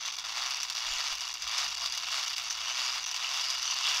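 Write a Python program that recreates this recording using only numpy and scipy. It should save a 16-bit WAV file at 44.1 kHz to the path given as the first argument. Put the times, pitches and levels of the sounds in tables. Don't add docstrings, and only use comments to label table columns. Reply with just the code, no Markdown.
import sys
import numpy as np
from scipy import signal
from scipy.fft import rfft, irfft
from scipy.io import wavfile
from scipy.ndimage import map_coordinates

SR = 44100
rng = np.random.default_rng(int(sys.argv[2]) if len(sys.argv) > 2 else 0)


def output_pcm(signal):
    pcm = np.clip(np.atleast_2d(signal).T, -1, 1) * 32767
    wavfile.write(sys.argv[1], SR, np.round(pcm).astype(np.int16))


N = 176400

# time in seconds, pitch of its hum in Hz.
SPEED = [(0, 355.2), (.28, 335.3), (.5, 401.3), (.66, 350), (.8, 342.6), (1.08, 434.9), (1.3, 356),
         (1.5, 328.1), (1.65, 438.9), (1.85, 376), (2.07, 339.9), (2.23, 438.4), (2.38, 361.5),
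         (2.57, 329.9), (2.75, 385.1), (2.9, 384.6), (3.14, 339.9), (3.35, 408.4), (3.62, 372.3),
         (3.8, 388), (3.92, 435.3), (4, 409.3)]
# time in seconds, relative level of the grind in dB.
EFFORT = [(0, -51), (.08, -41), (.125, -48.5), (.165, -51), (.2, -45), (.23, -46.5), (.28, -41),
          (.34, -45.5), (.38, -38.5), (.46, -41.5), (.53, -43.5), (.66, -46), (.74, -44), (.78, -44.5),
          (.87, -41.5), (.965, -43.5), (1.01, -41), (1.13, -42.5), (1.18, -48), (1.25, -45.5),
          (1.35, -48.5), (1.43, -46), (1.52, -42), (1.6, -37.5), (1.68, -44), (1.77, -48), (1.85, -42.5),
          (1.9, -46.5), (2.08, -45), (2.17, -39), (2.28, -43), (2.35, -47.5), (2.4, -43), (2.48, -45.5),
          (2.57, -45.5), (2.7, -42), (2.76, -43.5), (2.78, -38.5), (2.97, -42.5), (3.12, -46), (3.2, -42.5),
          (3.28, -40.5), (3.38, -41), (3.6, -43.5), (3.78, -42.5), (3.89, -37), (4, -41)]
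# time in seconds, relative level of the chatter in dB.
LOOSENESS = [(0, -50), (.06, -48), (.15, -43), (.23, -52), (.29, -43), (.35, -42), (.51, -37.5),
             (.6, -36.5), (.66, -42.5), (.74, -39), (.8, -38.5), (.88, -33.5), (1.08, -38.5), (1.22, -36.5),
             (1.39, -40), (1.58, -37.5), (1.76, -36.5), (1.94, -38.5), (2.03, -39), (2.15, -36),
             (2.35, -37.5), (2.45, -37.5), (2.58, -40.5), (2.86, -36), (3.03, -36.5), (3.16, -39.5),
             (3.22, -42.5), (3.32, -35), (3.58, -35), (3.8, -35), (3.9, -35.5), (4, -36)]
POLES = 3
GEAR_RATIO = 8.5
CHATTER_DECAY_S = .0013


def undb(db):
    return 10 ** (np.asarray(db) / 20)


def unit(x):
    return x / np.sqrt(np.mean(x ** 2))


def curve(rows):
    return np.interp(np.arange(N) / SR, *np.array(rows).T)


def wander(rate):
    points = rng.standard_normal(4096)
    return unit(map_coordinates(points, [np.arange(N) / SR * rate], mode="mirror"))


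def freqs():
    return np.arange(N + 1) * SR / (2 * N) + 1


def resonance(hz, width_hz):
    f = freqs()
    return 1 / (1 + ((f * f - hz * hz) / (f * width_hz)) ** 2)


def colour(x, gain):
    cepstrum = irfft(np.log(unit(gain) + 1e-7))
    cepstrum[1:N] *= 2
    cepstrum[N + 1:] = 0
    return irfft(rfft(x, 2 * N) * np.exp(rfft(cepstrum)))[:N]


def background():
    # frequency in Hz, relative level in dB.
    air = [(20, -9), (40, -13.5), (80, -11), (160, -18), (300, -18), (1000, -19), (8000, -50)]
    # pitch in Hz, width in Hz, base level in dB.
    drone = [(55.5, 3.9, -73), (153.3, 10.5, -83)]
    # time in seconds, level change in dB.
    swell = [(0, -0.5), (1.4, -2.5), (1.75, 5), (2.15, -1.5), (2.65, 2), (3.3, -4), (3.8, 2.5)]
    # peak time in seconds, level in dB, spread in seconds, top in Hz.
    bumps = [(0.43, -61, 0.031, 50), (0.913, -50.5, 0.033, 65), (1.14, -59, 0.023, 55),
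             (1.461, -56, 0.023, 62), (1.68, -66.5, 0.028, 330)]
    t, f = np.arange(N) / SR, freqs()
    hz, db = np.array(air).T
    air_gain = undb(np.interp(np.log(f), np.log(hz), db))
    out = undb(-69.5) * colour(rng.standard_normal(N), air_gain)
    for hz, width, db in drone:
        tone = unit(colour(rng.standard_normal(N), resonance(hz, width)))
        out += undb(db) * tone * undb(curve(swell))
    for s, db, spread, top_hz in bumps:
        thud = colour(rng.standard_normal(N), 1 / (1 + (f / top_hz) ** 4))
        out += undb(db) * np.exp(-((t - s) / spread) ** 2 / 2) * thud
    return out


def hum(rotor, waver_share=.011, flicker_db=2):
    # time in seconds, base level in dB.
    level = [(0, -87), (.6, -80), (1, -78.5), (2, -79), (2.9, -74.5), (4, -76.5)]
    speed = curve(SPEED)
    waver = np.cumsum(waver_share * speed * wander(50)) / SR
    tone = np.sin(2 * np.pi * (POLES * rotor + waver))
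    return unit(tone * undb(flicker_db * wander(24.97)) * speed ** 1.5) * undb(curve(level))


def case(tilt_db, damping):
    # pitch in Hz, base width in Hz, relative level in dB.
    modes = [(726, 222, -13), (1030, 355, -6), (1290, 463, -5.5), (1880, 620, -8.5), (2287, 440, -4),
             (2710, 190, -2), (2918, 270, -1.5), (3368, 163, 1.5), (3696, 530, -1), (4735, 1070, 0.5),
             (5780, 1290, -2.5), (7300, 370, -21), (9340, 370, -27), (10770, 940, -26.5),
             (12240, 2000, -28), (14650, 1500, -29)]
    f = freqs()
    power = sum((undb(db) * resonance(hz, width * damping)) ** 2 for hz, width, db in modes)
    power /= 1 + (590 / f) ** 4
    return np.sqrt(power) * undb(tilt_db * np.log2(np.minimum(f, 6000)))


def snap(bright_hz=6900):
    return case(tilt_db=2, damping=.9) * (1 + undb(5.5) / (1 + (bright_hz / freqs()) ** 8))


def contacts(steps, jitter, scatter_db):
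    chance = rng.standard_normal((8000, 2))
    whole = np.arange(int(steps[-1]))
    at = np.interp(whole + jitter * chance[whole, 0], steps, np.arange(N)).astype(int)
    kicks = np.zeros(N)
    kicks[at] = undb(scatter_db * np.minimum(chance[whole, 1], 1))
    return kicks


def burst(kicks, decay_s, attack_s=.00035, tail_s=.0083):
    def fade(x, s):
        return signal.lfilter([1], [1, -np.exp(-2 / (s * SR))], x + 1e-18)
    push = fade(kicks ** 2, attack_s) * (1 - np.exp(-2 / (attack_s * SR)))
    tail = undb(-6.5) ** 2 * decay_s / tail_s * fade(push, tail_s)
    return np.sqrt(fade(push, decay_s) + tail) * rng.standard_normal(len(kicks))


def load(middle_db=-42, span_db=7):
    return (1 + np.tanh((curve(EFFORT) - middle_db) / span_db)) / 2


def slips(dip_db=-8):
    # middle time in seconds, length in seconds.
    gaps = [(0.116, 0.0091), (.161, .008), (0.177, .007), (0.236, 0.007), (.613, 0.0049), (0.628, 0.0042),
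            (.695, 0.0041), (0.718, 0.0055), (0.741, 0.017), (1.205, 0.005), (1.337, 0.01), (1.389, 0.0088),
            (1.896, 0.0046), (2.355, 0.011), (2.494, 0.0075), (3.003, .005), (3.058, 0.011),
            (3.138, 0.0067)]
    t = np.arange(N) / SR
    return undb(sum(dip_db * np.exp(-(2 * (t - s) / length) ** 4) for s, length in gaps))


def whirr(rotor):
    drive = burst(contacts(2 * rotor, jitter=.19, scatter_db=.5), CHATTER_DECAY_S)
    ring = unit(colour(drive, resonance(hz=2835, width_hz=340)))
    speed = curve(SPEED)
    pitch_ratio = (speed / speed.mean()) ** .12
    bent = map_coordinates(ring, [np.cumsum(pitch_ratio)], mode="mirror")
    return bent * undb(curve(LOOSENESS) - 9.5)


def ticks(rotor):
    kicks = contacts(1.1 * rotor, jitter=.22, scatter_db=13.5)
    cracks = unit(burst(kicks, decay_s=.00035))
    return colour(cracks, snap()) * undb(curve(LOOSENESS) - 11)


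def rasps(rotor, width_hz=410):
    # middle time in seconds, length in seconds, pitch in Hz, level in dB.
    rubs = [(0.077, 0.095, 6060, -40.5), (.09, 0.12, 3400, -44.5), (0.547, 0.09, 2680, -46),
            (0.924, 0.074, 6900, -45), (0.94, 0.022, 2900, -37), (1.01, 0.18, 6180, -45.5),
            (1.846, 0.057, 4850, -37.5), (2.068, .1, 2860, -41.5), (2.512, 0.038, 6050, -37),
            (2.674, .1, 2850, -40), (2.716, .1, 6050, -44), (2.83, 0.076, 6670, -47),
            (2.913, .14, 4900, -40), (3.06, 0.055, 5900, -37.5), (3.147, 0.069, 2850, -41.5),
            (3.26, 0.054, 2780, -37), (3.495, 0.18, 4900, -37.5), (3.667, 0.11, 5990, -37.5),
            (3.723, 0.1, 4580, -38), (3.714, 0.096, 2940, -39.5), (3.884, 0.14, 2920, -36),
            (3.882, 0.12, 3400, -36.5)]
    t, out = np.arange(N) / SR, np.zeros(N)
    scrape = unit(burst(contacts(rotor, jitter=.15, scatter_db=2), decay_s=.0039))
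    for s, length, hz, db in rubs:
        band = signal.butter(2, [hz - width_hz / 2, hz + width_hz / 2], "bandpass", fs=SR, output="sos")
        ring = unit(signal.sosfilt(band, scrape))
        out += ring * undb(db) * np.exp(-2 * ((t - s) / length) ** 2)
    return out


def clacks(bounce_s=.0046, rise_s=.00061, width_hz=1600):
    # start in seconds, peak level in dB, ringing pitch in Hz.
    knocks = [(0.06, -23.5, 3400), (.079, -23.5, 3500), (0.124, -24.5, 5500), (0.1392, -24, 5800),
              (.1665, -27, 5800), (0.1853, -21, 3720), (0.1954, -28, 6000), (.5075, -20, 4870),
              (0.6308, -19, 5600), (.6995, -18, 4530), (.7237, -24.5, 4720), (0.7302, -26, 5500),
              (0.75, -24, 5020), (.769, -22, 5000), (1.152, -21, 5500), (1.207, -21, 5140),
              (1.22, -26, 5500), (1.34, -23, 5400), (1.421, -24, 5660), (1.4248, -29, 5660),
              (1.476, -21, 5000), (1.581, -17.5, 5700), (1.6803, -22.5, 5576), (1.86, -18, 4730),
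              (1.9236, -20.5, 4860), (1.9495, -24.5, 4930), (1.9688, -32, 4540), (1.9758, -22.5, 4600),
              (2.28, -23, 5925), (2.369, -22, 5070), (2.381, -18.5, 5070), (2.5075, -17, 5970),
              (2.5272, -23, 5600), (3.061, -23, 5900), (3.082, -30, 5600), (3.087, -31, 5900),
              (3.1132, -21, 5370), (3.144, -20, 4940), (3.163, -21, 5500), (3.5018, -19.5, 4900),
              (3.6284, -19.5, 5830), (3.887, -18, 4900), (3.9706, -20, 5540)]
    out, kicks, pressed = np.zeros(N + SR), np.zeros(SR // 20), load()
    kicks[0], kicks[int(bounce_s * SR)] = 1, undb(-18)
    crisp = colour(signal.unit_impulse(N), snap())[:len(kicks)]
    dull = colour(signal.unit_impulse(N), case(tilt_db=0, damping=1))[:len(kicks)]
    rise = 1 - np.exp(-np.arange(len(kicks)) / SR / rise_s)
    for s, db, hz in knocks:
        start = int(s * SR)
        crack = burst(kicks, decay_s=.00082) * rise
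        ring = signal.lfilter(*signal.iirpeak(hz, hz / width_hz, fs=SR), crack)
        knock = signal.fftconvolve(ring + crack, crisp + pressed[start] * (dull - crisp))
        out[start:start + len(knock)] += undb(db) * knock / np.abs(knock).max()
    return out[:N]


def chatter(rotor):
    throb_db = .7 * np.sin(2 * np.pi * rotor / GEAR_RATIO) + 1.5 * np.cos(2 * np.pi * rotor)
    kicks = contacts(2 * rotor, jitter=.22, scatter_db=5.5) * undb(throb_db)
    body, f, out = case(tilt_db=4, damping=.92), freqs(), np.zeros(N)
    for low_hz, high_hz in [(100, 2500), (2500, 4100), (4100, 5300), (5300, 13400)]:
        band = body * np.where((f > low_hz) & (f < high_hz), 1, .1)
        if low_hz < 1000:
            band *= undb(-2.5)
        flicker_db = 4 * np.tanh(wander(200))
        cracks = unit(burst(kicks * undb(flicker_db), CHATTER_DECAY_S))
        out += colour(cracks, band) * np.linalg.norm(band)
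    return unit(out) * undb(curve(LOOSENESS) - 3)


def grind(rotor, teeth=9):
    throb_db = 4 * np.cos(2 * np.pi * rotor) + .5 * np.sin(2 * np.pi * rotor / GEAR_RATIO)
    kicks = contacts(rotor * teeth, jitter=.3, scatter_db=2) * undb(throb_db + wander(70))
    scrape = unit(burst(kicks, decay_s=.00062)) * undb(curve(EFFORT) + 6.5)
    light = colour(scrape, case(tilt_db=-2.04, damping=.92))
    hard = colour(scrape, case(tilt_db=-2.04, damping=1.29))
    return light + load() * (hard - light)


def scene():
    rotor = np.cumsum(curve(SPEED) * (1 + .006 * wander(30))) / POLES / SR
    effort = curve(EFFORT)
    slack = np.clip((effort.max() - effort) / 10, 0, 1)
    flicker = undb(2.5 * slack * np.minimum(wander(120), .5))
    teeth = grind(rotor) + chatter(rotor) + rasps(rotor) + ticks(rotor) + whirr(rotor)
    gears = teeth * flicker * slips() + clacks()
    return (gears + hum(rotor) + background())[None]


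def record(dry):
    return signal.sosfilt(signal.ellip(10, .1, 70, 15750, fs=SR, output="sos"), dry)


dry = scene()
out = record(dry)
output_pcm(out)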